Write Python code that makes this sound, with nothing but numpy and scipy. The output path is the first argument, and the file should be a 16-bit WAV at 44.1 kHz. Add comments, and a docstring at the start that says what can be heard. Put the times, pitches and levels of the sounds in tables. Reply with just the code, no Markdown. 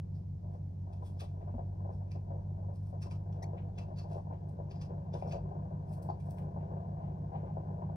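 """A pick scratches through grit and knocks dully on horn: a horse's hind hoof is being picked out.
The microphone is a phone a few metres off, in a concrete yard between a barn wall and a deck.
Dirt scuffs on the slab, shifting weight thuds softly, and metal squeaks once as the horse turns its head.
Under it all lie outdoor rumble and a low, lumpy hum like an eight-cylinder engine idling some way off."""
import sys
import numpy as np
from scipy import signal
from scipy.fft import rfft, irfft, next_fast_len
from scipy.io import wavfile

SR = 44100
rng = np.random.default_rng(int(sys.argv[2]) if len(sys.argv) > 2 else 0)


def to_wav(s):
    """Save 16-bit WAV."""
    ch = np.atleast_2d(s).T  # columns
    pcm = np.round(np.clip(ch, -1, 1) * 32767)  # PCM
    wavfile.write(sys.argv[1], SR, pcm.astype(np.int16))


N = 351015
TIME = np.arange(N) / SR

# the hum turns from dull to bright: (time [s], bright share [0-1], gain of its tones [dB])
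HUM_DRIFT = [(0, 0.4, 1.5), (1.2, 0.17, -0.5), (2, 0, 2), (3, 0.35, 1.5), (4.3, 0.49, 0), (5.2, 0.98, -0.5),
             (7.96, 0.95, 0.16)]


def undb(db):
    """Decibels to gain."""
    return np.exp(np.asarray(db) * (np.log(10) / 20))


def unit(x):
    """Scale to rms 1."""
    return x / np.sqrt(np.mean(x ** 2))


def curves(table):
    """Each column after the time column as a value per sample."""
    times, *columns = np.transpose(table)
    return [np.interp(TIME, times, column) for column in columns]


def colour(x, spectrum):
    """Filter by a spectrum of (frequency [Hz], gain [dB]) points."""
    hz, db = np.transpose(spectrum)
    size = next_fast_len(N + 4096, True)
    f = np.maximum(np.fft.rfftfreq(size, 1 / SR), 1)
    gain = undb(np.interp(np.log(f), np.log(hz), db))
    return irfft(rfft(x, size) * gain, size)[..., :N]


def band(x, lo_hz, hi_hz, order=3):
    """Band-pass."""
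    sos = signal.butter(order, [lo_hz, min(hi_hz, .49 * SR)], "band", fs=SR, output="sos")
    return signal.sosfilt(sos, x)


def walk(rate):
    """A random wander of rms 1 that turns `rate` times a second."""
    knots = rng.standard_normal(int(rate * N / SR) + 2)
    return unit(np.interp(TIME * rate, np.arange(len(knots)), knots))


def grains(rate, spread_db, count=80000):
    """Tiny slips at random moments, about `rate` a second, a few larger than the rest."""
    at = rng.integers(0, N, count)
    happens = rng.random(count) < rate * N / SR / count
    push = rng.standard_normal(count)
    size = np.minimum(rng.exponential(size=count), 4)
    return np.bincount(at, happens * push * undb(spread_db * size), N)


def resonate(x, starts, centres_hz, width_hz):
    """A resonance that moves to a new centre at each start time."""
    y = np.zeros(N)
    edges = np.append(np.sort(starts * SR).astype(int).clip(0), N)
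    for a, b, hz in zip(edges, edges[1:], centres_hz):
        if b > a:
            y[a:b] = signal.lfilter(*signal.iirpeak(hz, hz / width_hz, fs=SR), x[a:b])
    return y


def strokes(times, levels_db, lengths):
    """Force of scraping: each stroke is a catch within a softer slide, and the strongest one rules."""
    def swell_db(t, rise_s, fall_s):
        """Level rising to 0 dB at t = 0 and falling away."""
        return -8 * np.where(t < 0, np.abs(t / rise_s) ** 1.5, np.abs(t / fall_s))

    force = np.zeros(N)
    for at, peak_db, length in zip(times, levels_db, lengths):
        near = slice(max(int((at - .15) * SR), 0), int((at + .25) * SR))
        t = TIME[near] - at
        catch_db = swell_db(t, rise_s=0.99 * length, fall_s=length)
        slide_db = -16.5 + swell_db(t - .02, rise_s=0.038, fall_s=0.036)
        force[near] = np.maximum(force[near], undb(peak_db + np.maximum(catch_db, slide_db)))
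    return force


def yard(x, wet_db, t60, build_s, wall_db):
    """Wall, slab and deck scatter a short tail; the phone's body delays and shades its two mic ports."""
    # the ports, for sound from the right: (frequency [Hz], left lead [rad], left minus right [dB])
    ports = [(0, -1, 2.5), (204, -0.16, 4.5), (403, -1, 2.5), (683, -1.8, 8), (1187, -2.5, 2),
             (1900, -7.5, 8), (2460, -8, 1.5), (3700, -11.5, 1.5), (6060, -11.5, -1.5), (7340, -9, -1),
             (10100, -5, 0), (11400, -4, 0), (13700, -5.5, 0.5), (16000, -0.5, 4)]
    wall_lag_s, wall_smear_s = 0.042, 0.0099  # echo off the barn wall
    t = TIME[:SR // 3]
    tail = rng.standard_normal((3, len(t))) * undb(-60 * t / t60) * np.minimum(t / build_s, 1)
    tail *= 1 + undb(wall_db) * np.exp(-((t - wall_lag_s) / wall_smear_s) ** 2)
    tail *= undb(wet_db) / np.sqrt(np.sum(tail ** 2, axis=1, keepdims=True))
    size = next_fast_len(N + len(t), True)
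    f = np.fft.rfftfreq(size, 1 / SR)
    hz, lead, balance_db = np.transpose(ports)
    lead, balance_db = np.interp(f, hz, lead), np.interp(f, hz, balance_db)
    left_echo, right_echo, shared_echo = rfft(tail, size)
    front = 1 + 0.6 * shared_echo
    left = (front * np.exp(1j * lead) + left_echo) * undb(balance_db / 2)
    right = (front + right_echo) * undb(-balance_db / 2)
    return irfft(rfft(x, size) * np.array([left, right]), size)[:, :N]


def air():
    """Open-air rumble, much alike at both mic ports, with a faint, wide hiss on top."""
    # the yard's background: (frequency [Hz], gain [dB])
    spectrum = [(20, -15.5), (45, -1.5), (110, -2), (160, -0.5), (230, -7.5), (400, -17), (900, -29.5),
                (1300, -44.5), (3200, -51.5), (5500, -49), (6500, -51.5), (7400, -58), (12000, -58.5),
                (13500, -63.5), (16000, -74.5)]
    mid, side = colour(rng.standard_normal((2, N)), spectrum)
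    side = colour(side, [(100, -7.5), (250, -6.5), (600, 5), (6000, -1.5)])
    return undb(-54.5) * (mid + np.array([side, -side])) / np.std(mid)


def engine():
    """Some way off, eight unequal firings make pipe tones throb once a cycle; weaker lines waver."""
    # idle speed: (time [s], pitch of the cycle's 16th multiple [Hz])
    idle = [(0, 95.5), (.7, 93.57), (1.25, 93.75), (1.7, 96.16), (2.55, 96.34), (2.85, 97.51),
            (3.45, 97.81), (4.1, 98.32), (4.55, 97.38), (5.2, 97.83), (5.7, 98.7), (6.25, 96.72),
            (6.75, 99.52), (7.1, 98.68), (7.6, 100)]
    # throbbing tones: (cycle multiple, dull level [dB], bright level [dB], eight firing gains [dB])
    pipe_tones = [(16, -41, -44, (0, 0, 0.5, -13, -0.5, -.5, 1, 3)),
                  (24, -51.5, -43, (1, -1, -0.5, -3, -4.5, 3.5, 2, -2)),
                  (29, -59, -49.5, (-3, -0.5, -1, -5.5, -1.5, -2, 6.5, 1))]
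    # the pipe's resonances: (frequency [Hz], gain [dB])
    pipe_spectrum = [(66, -10), (78, 6.5), (91, -0.5), (103, 0), (114, -10), (130, -5), (141, -1.5),
                     (180, 0.5), (205, 0), (260, 0.5)]
    # weaker exhaust lines: (cycle multiple, dull level [dB], bright level [dB])
    weak_tones = [(8, -56, -61), (11, -63, -52.5), (21, -74, -58.5), (25, -55.5, -52.5), (26, -62.5, -56.5),
                  (31, -57.5, -61), (34, -69, -64)]
    step = 8  # the hum is low, so it is built at an eighth of the sample rate
    t = TIME[::step]
    main_hz, = curves(idle)
    bright, gain_db = (curve[::step] for curve in curves(HUM_DRIFT))
    cycles = np.cumsum(main_hz * (1 + 0.0015 * walk(8.3)))[::step] / SR / 16

    def line(multiple, dull_db, bright_db, waver_db, sway_rad):
        """One multiple of the cycle rate, wavering in strength and phase."""
        knot_times = np.linspace(0, t[-1], 28)
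        swell, sway = (np.interp(t, knot_times, knots) for knots in rng.standard_normal((2, 28)))
        db = dull_db + bright * (bright_db - dull_db) + gain_db + waver_db * swell
        phase = 2 * np.pi * (multiple * cycles + rng.random()) + sway_rad * sway
        return np.sqrt(2) * undb(db) * np.sin(phase)

    def firings(pattern_db):
        """Strength of the firings round each cycle; the throb deepens as the hum brightens."""
        smooth = signal.resample(undb(pattern_db), 64)
        strength = np.interp(cycles, np.arange(64) / 64, smooth, period=1)
        depth = .75 + .25 * bright
        return smooth.mean() + (strength - smooth.mean()) * depth

    throb = sum(line(*tone, waver_db=0.7, sway_rad=0.1) * firings(pattern_db)
                for *tone, pattern_db in pipe_tones)
    weak = sum(line(*tone, waver_db=1.3, sway_rad=0.45) for tone in weak_tones)
    throb, weak = signal.resample_poly([throb, weak], step, 1, axis=1, window=("kaiser", 12))[:, :N]
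    return colour(throb, pipe_spectrum) + weak


def exhaust_gas():
    """Low exhaust noise that grows as the hum brightens."""
    dull_db, bright_db = -64, -55.5
    bright, _ = curves(HUM_DRIFT)
    noise = unit(band(rng.standard_normal(N), 125, 205, order=7))
    return noise * undb(dull_db + bright * (bright_db - dull_db))


def thuds():
    """Soft pushes of shifting weight, a few cycles each."""
    # pushes: (time [s], pitch [Hz], level [dB], half-length [s])
    pushes = [(0.794, 47, -54, 0.079), (1.556, 232, -41, 0.013), (1.573, 58, -44.5, 0.026),
              (1.959, 57.4, -45, 0.034), (5.429, 56.7, -45, 0.07)]
    sound = np.zeros(N)
    for at, hz, db, half_length in pushes:
        t = TIME - at
        swell = np.sqrt(2) * undb(db) * np.exp(-(t / half_length) ** 2)
        sound += swell * np.sin(2 * np.pi * hz * t)
    return sound


def squeak():
    """Metal grips with a clink, slips in a chirp that dips and rises, and lets go with another clink."""
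    # the stick-slip chirp: (time [s], pitch [Hz], relative level [dB])
    chirp = [(3.425, 2044, -64.5), (3.428, 1990, -54), (3.433, 1840, -54), (3.438, 1980, -58),
             (3.443, 2300, -53.5), (3.446, 2220, -81)]
    # its harmonics: (multiple, relative level [dB])
    harmonics = [(1, 0.5), (2, -15), (3, -1.5), (4, -6.5), (5, -18), (6, -4)]
    # the metal's resonances: (frequency [Hz], gain [dB])
    metal_spectrum = [(1800, -2.5), (4000, 3.5), (5600, 1.5), (6700, -3), (9500, -11), (11200, -1.5),
                      (12200, -14), (13500, -21)]
    # grip and release: (time [s], pitch [Hz], level [dB], t60 [s])
    contacts = [(3.424, 5180, -58.5, 0.035), (3.443, 4490, -64, 0.062)]
    hz, db = curves(chirp)
    phase = 2 * np.pi * np.cumsum(hz * (1 + .018 * walk(1200))) / SR
    tone = unit(sum(undb(tone_db) * np.sin(k * phase) for k, tone_db in harmonics))
    rough = 0.27 * unit(band(rng.standard_normal(N), 3800, 10000, order=2))
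    sliding = (TIME > chirp[0][0]) * (TIME < chirp[-1][0])
    sound = colour((tone + rough) * undb(db) * sliding, metal_spectrum)
    for at, ring_hz, peak_db, t60 in contacts:
        t = np.maximum(TIME - at, 0)
        sound += undb(peak_db - 60 * t / t60) * np.sin(2 * np.pi * ring_hz * t)
    return yard(sound, wet_db=-15.5, t60=0.12, build_s=.01, wall_db=-6)


def scuffs():
    """Coarse dirt drags over the concrete with a broad, pitchless rasp."""
    # scrapes on the slab: (time [s], level [dB], length [s])
    scrapes = [(1.425, -75.5, 0.016), (1.508, -80.5, .03), (1.593, -78, 0.02), (3.586, -62, 0.0095),
               (4.338, -75.5, .03), (4.907, -78, 0.013), (6.385, -66.5, 0.012), (6.613, -78, 0.038),
               (7.058, -78, 0.062), (7.363, -69.5, 0.023), (7.478, -79, 0.089), (7.84, -80, 0.022)]
    # dirt on concrete: (frequency [Hz], gain [dB])
    slab_spectrum = [(600, -25), (1300, 2.5), (1800, -3.5), (2500, -1.5), (3000, -2.5), (3600, -14),
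                     (4300, -17.5), (5500, -27.5), (9000, -48)]
    rasp = unit(colour(grains(1800, 1.2), slab_spectrum)) * strokes(*np.transpose(scrapes))
    return yard(rasp, wet_db=-5.0, t60=0.14, build_s=0.0041, wall_db=4.5)


def drag_force(times, levels_db, lengths, attack_s):
    """Force of a tool that catches at once, drags briefly and stops."""
    force = np.zeros(N)
    for at, peak_db, length in zip(times, levels_db, lengths):
        near = slice(int(at * SR) + 1, int((at + .3) * SR))
        t = TIME[near] - at
        push = undb(peak_db) * np.minimum(t / attack_s, 1) * np.exp(-.9 * (t / length) ** 2)
        force[near] = np.maximum(force[near], push)
    return force


def knocks():
    """The pick strikes and rebounds once; each contact rings the horn for a few cycles."""
    # strikes on the horn: (time [s], level [dB], ring [Hz], rebound gain [dB])
    strikes = [(1.539, -41, 630, 1), (1.581, -35.5, 654, -3), (1.891, -35.5, 601, 0.5),
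               (2.927, -40.5, 620, 0.5), (3.532, -36.5, 540, -2), (4.156, -32.5, 560, 0),
               (4.324, -37, 600, -2), (4.588, -36.5, 575, 1.5), (4.906, -36.5, 476, -5),
               (5.139, -31, 540, -5), (5.223, -28.5, 680, -16), (5.248, -34.5, 590, -8),
               (5.333, -33, 599, 1), (5.354, -32, 528, -1.5), (6.088, -30, 795, 2),
               (6.285, -39.5, 660, -11), (6.562, -36, 678, 1), (7.340, -36, 614, -4.5),
               (7.430, -36, 524, -12), (7.569, -30, 630, -4)]
    rebound_s, rise_s = .0107, .00095
    sound = np.zeros(N)
    for at, db, hz, rebound_db in strikes:
        for start, peak_db in ((at, db), (at + rebound_s, db + rebound_db)):
            near = slice(int(start * SR) + 1, int((start + .04) * SR))
            t = TIME[near] - start
            envelope = undb(peak_db) * t / rise_s * np.exp(1 - t / rise_s)
            sound[near] += envelope * np.sin(2 * np.pi * hz * t)
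    return band(sound, 330, 1300, order=4)


def hoof():
    """The pick knocks, drags and rubs on the horn, whose dull ring depends on the spot."""
    # drags over the horn: (time [s], relative level [dB], length [s], ring [Hz])
    drags = [(0.425, -58, 0.15, 619), (0.534, -51, 0.03, 557), (0.865, -55.5, 0.084, 701),
             (1.02, -47.5, 0.016, 922), (1.213, -47.5, 0.038, 474), (1.408, -53, 0.034, 649),
             (1.472, -47, 0.033, 639), (1.54, -47.5, 0.014, 636), (1.583, -47.5, 0.035, 624),
             (1.8, -52.5, 0.025, 604), (1.842, -48, 0.04, 680), (1.886, -48, 0.055, 515),
             (2.006, -51, 0.023, 594), (2.149, -49.5, 0.033, 587), (2.271, -54, 0.013, 598),
             (2.298, -49, 0.096, 570), (2.57, -55, 0.11, 595), (2.682, -50, 0.04, 543),
             (2.93, -49, 0.042, 624), (3.056, -45.5, 0.024, 663), (3.112, -42.5, 0.0083, 951),
             (3.415, -49, 0.045, 793), (3.537, -48, 0.02, 521), (3.681, -54, 0.03, 602),
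             (3.767, -53, .08, 618), (3.9, -49.5, 0.044, 590), (3.967, -54, 0.021, 554),
             (4.038, -50.5, 0.03, 614), (4.106, -48, .05, 680), (4.174, -44.5, 0.025, 683),
             (4.261, -50.5, .025, 656), (4.298, -45.5, 0.042, 695), (4.487, -58.5, 0.024, 608),
             (4.594, -48.5, 0.04, 577), (4.893, -46.5, 0.04, 474), (4.972, -51, 0.027, 550),
             (5.146, -38.5, 0.03, 503), (5.226, -43, 0.012, 698), (5.253, -43, 0.052, 558),
             (5.318, -45, 0.065, 675), (5.374, -44, 0.03, 539), (5.504, -46.5, 0.03, 685),
             (5.548, -47.5, .035, 633), (5.704, -48, 0.036, 551), (5.904, -47, 0.023, 656),
             (5.965, -50, 0.037, 611), (6.087, -39.5, 0.032, 830), (6.272, -52.5, 0.023, 690),
             (6.479, -49, 0.015, 635), (6.54, -48.5, 0.011, 610), (6.562, -47, 0.04, 693),
             (6.705, -45, 0.04, 526), (6.792, -49.5, .03, 654), (6.964, -49.5, 0.13, 693),
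             (7.315, -45.5, 0.046, 747), (7.334, -41.5, .042, 778), (7.434, -47, 0.045, 555),
             (7.487, -51, .03, 792), (7.569, -46.5, 0.014, 635), (7.765, -51.5, 0.032, 527),
             (7.817, -41.5, 0.02, 914), (7.887, -49, .03, 706)]
    # steady rubbing between the knocks: (time [s], relative level [dB])
    rubbing = [(0.0, -72), (0.89, -71.5), (1.06, -63), (1.33, -61), (2.81, -62.5), (3.4, -58.5),
               (4.2, -58.5), (4.57, -57.5), (5.43, -55.5), (5.83, -58), (6.07, -55), (7.03, -57.5),
               (7.25, -54.5), (7.96, -55.5)]
    # the horn's resonances: (frequency [Hz], gain [dB])
    horn_spectrum = [(200, -24), (290, -1), (330, -8.5), (375, 0.5), (440, -4.5), (500, 3), (600, -1),
                     (700, 1.5), (790, -4.5), (890, -3), (1080, -10), (1250, -22), (1550, -25.5),
                     (1950, -39), (3000, -38), (4200, -60)]
    times, db, lengths, ring_hz = np.transpose(drags)
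    slips = colour(grains(6000, 0.76), horn_spectrum)
    ring = resonate(rng.standard_normal(N), times, ring_hz, width_hz=140)
    horn = unit(unit(slips) + undb(2.0) * unit(band(ring, 400, 1100, order=4)))
    drag = undb(-1) * horn * drag_force(times, db, lengths, attack_s=0.0055)
    rub_db, = curves(rubbing)
    rub = unit(colour(grains(2500, 0.7), horn_spectrum))
    rub *= undb(rub_db + 1 + 1.6 * walk(5.6) + 1.3 * walk(18))
    return yard(drag + rub + knocks(), wet_db=-8.5, t60=0.12, build_s=0.0029, wall_db=-2.5)


def crumble(times, levels_db, t60):
    """Grit gives way in a brief dry burst, different every time."""
    kicks = np.bincount((times * SR).astype(int), undb(levels_db), N)
    decay = undb(-60 / (t60 * SR))
    envelope = signal.lfilter([np.sqrt(1 - decay ** 2)], [1, -decay], kicks)
    return envelope * rng.standard_normal(N)


def pick():
    """A few metres from the mic, grit breaks as the pick slides and catches, biting at two pitches."""
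    # strokes of the pick: (time [s], relative level [dB], length [s], dust fineness [dB],
    # lower bite [Hz], its gain [dB], upper bite [Hz], its gain [dB])
    scratches = [(0.162, -78, 0.022, 2, 2510, -20, 5000, 6), (0.54, -78.5, 0.016, 1.5, 2560, -14, 5150, -5),
                 (0.935, -68.5, 0.007, -2, 3380, -2, 5570, -3),
                 (1.069, -69, 0.03, 4.5, 3350, -3, 5170, -12),
                 (1.207, -51.5, 0.0096, -1, 2560, -2, 3380, 0), (1.941, -81.5, 0.03, 4, 2580, -10, 5340, 4),
                 (2.118, -59.5, 0.0059, -4.5, 2510, 6, 5000, 1), (2.76, -77, 0.017, 6, 2520, -12, 5350, 0),
                 (2.87, -78.5, 0.042, 6, 2490, -12, 5480, -2),
                 (3.029, -55, 0.0084, -1.5, 2620, -6, 5380, 0),
                 (3.118, -58.5, 0.0096, -6, 2490, -4, 5220, -7),
                 (3.329, -66.5, 0.0044, -20.5, 3410, 0, 5720, -3),
                 (3.787, -54.5, 0.0073, -8, 2630, 3, 4780, -9),
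                 (3.987, -54.5, 0.015, -5.5, 2670, -7, 4630, 2),
                 (4.136, -69, 0.036, -2, 3170, -15, 5170, -10),
                 (4.494, -78, 0.0076, 8, 2480, -15, 6500, -13),
                 (4.717, -61.5, 0.011, -17, 2550, -6, 4770, 4), (4.76, -71, .02, -12, 2580, -12, 4900, 5),
                 (4.82, -56.5, 0.01, -8, 2430, -15, 5080, 0), (5.142, -61, 0.01, -11, 3500, -2, 5100, -3),
                 (5.178, -70, .03, -3, 3440, -13, 5200, -5), (5.226, -66, 0.012, -1, 2440, 12, 5120, -6),
                 (5.3, -66.5, 0.031, -1, 2500, -5, 5400, 5), (5.323, -53, 0.013, -9.5, 2520, 2.5, 4600, -4),
                 (5.9, -73.5, 0.022, 5, 2550, -7, 5200, -7), (5.938, -69, 0.022, 8.5, 2540, -6, 4820, -10),
                 (6.028, -63.5, 0.005, 13, 2570, -16, 5090, -2),
                 (6.098, -68.5, 0.013, -8, 2540, -16, 4670, 7),
                 (6.206, -70.5, 0.0081, 4, 2390, 5, 5200, -11), (6.26, -76, 0.047, 8, 2400, -2, 5200, -8),
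                 (6.310, -66, 0.0072, 13, 2530, -12, 5860, -2), (6.385, -75, .025, 11, 2340, -9, 5320, -1)]
    # breaking grit: (frequency [Hz], gain [dB])
    grit_spectrum = [(700, -16.5), (1100, 6.5), (1400, -3), (1900, -12), (2300, -11.5), (2540, -1),
                     (2900, -9), (3350, -5.5), (3760, -11), (4800, -5), (5700, -9), (7100, -15.5),
                     (8500, -17), (12000, -17), (15500, -18.5)]
    times, db, lengths, dust_db, low_hz, low_db, high_hz, high_db = np.transpose(scratches)
    clumps = undb(2.5 * walk(160))  # dirt comes away unevenly
    grit = colour(grains(4000, 1.5) * clumps, grit_spectrum)
    slips = grains(3000, 0.75) * clumps
    low_bite = resonate(slips, times - lengths, low_hz, width_hz=250)
    high_bite = resonate(slips, times - lengths, high_hz, width_hz=520)
    layers = [(band(grit, 880, 3500), 2 - 0.23 * dust_db),  # coarse dirt rasps low
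              (band(grit, 3500, 7000), 0),
              (band(grit, 7800, 11800, order=4), -5.5 + dust_db),  # fine dust fizzes
              (band(grit, 11000, 16500), -19.5 + 1.8 * dust_db),  # the finest powder hisses at the top
              (band(low_bite, 1900, 6000), low_db),
              (band(high_bite, 1900, 6000), high_db)]
    # the layers share each stroke's power
    base_db = db - 10 * np.log10(sum(undb(gain_db) ** 2 for _, gain_db in layers))
    scratch = sum(unit(x) * strokes(times, base_db + gain_db, lengths) for x, gain_db in layers)
    # grit snaps at each stroke's peak, less so in strokes longer than 9.5 ms
    snap_db = db + 29 + 20 * np.log10(np.minimum(0.0095 / lengths, 1))
    snaps = colour(crumble(times, snap_db, t60=.018), grit_spectrum)
    sound = scratch + band(snaps, 2200, 11000, order=2)
    return yard(undb(0.5) * sound, wet_db=-4.5, t60=0.14, build_s=0.0068, wall_db=3)


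def scene():
    """Hoof work in the yard over the distant idling hum, in stereo."""
    return engine() + exhaust_gas() + thuds() + pick() + scuffs() + hoof() + squeak() + air()


def record(dry):
    """The phone cuts the top of the treble steeply."""
    top_hz = 15600
    return signal.sosfilt(signal.ellip(8, .2, 70, top_hz, fs=SR, output="sos"), dry)


dry = scene()
out = record(dry)
to_wav(out)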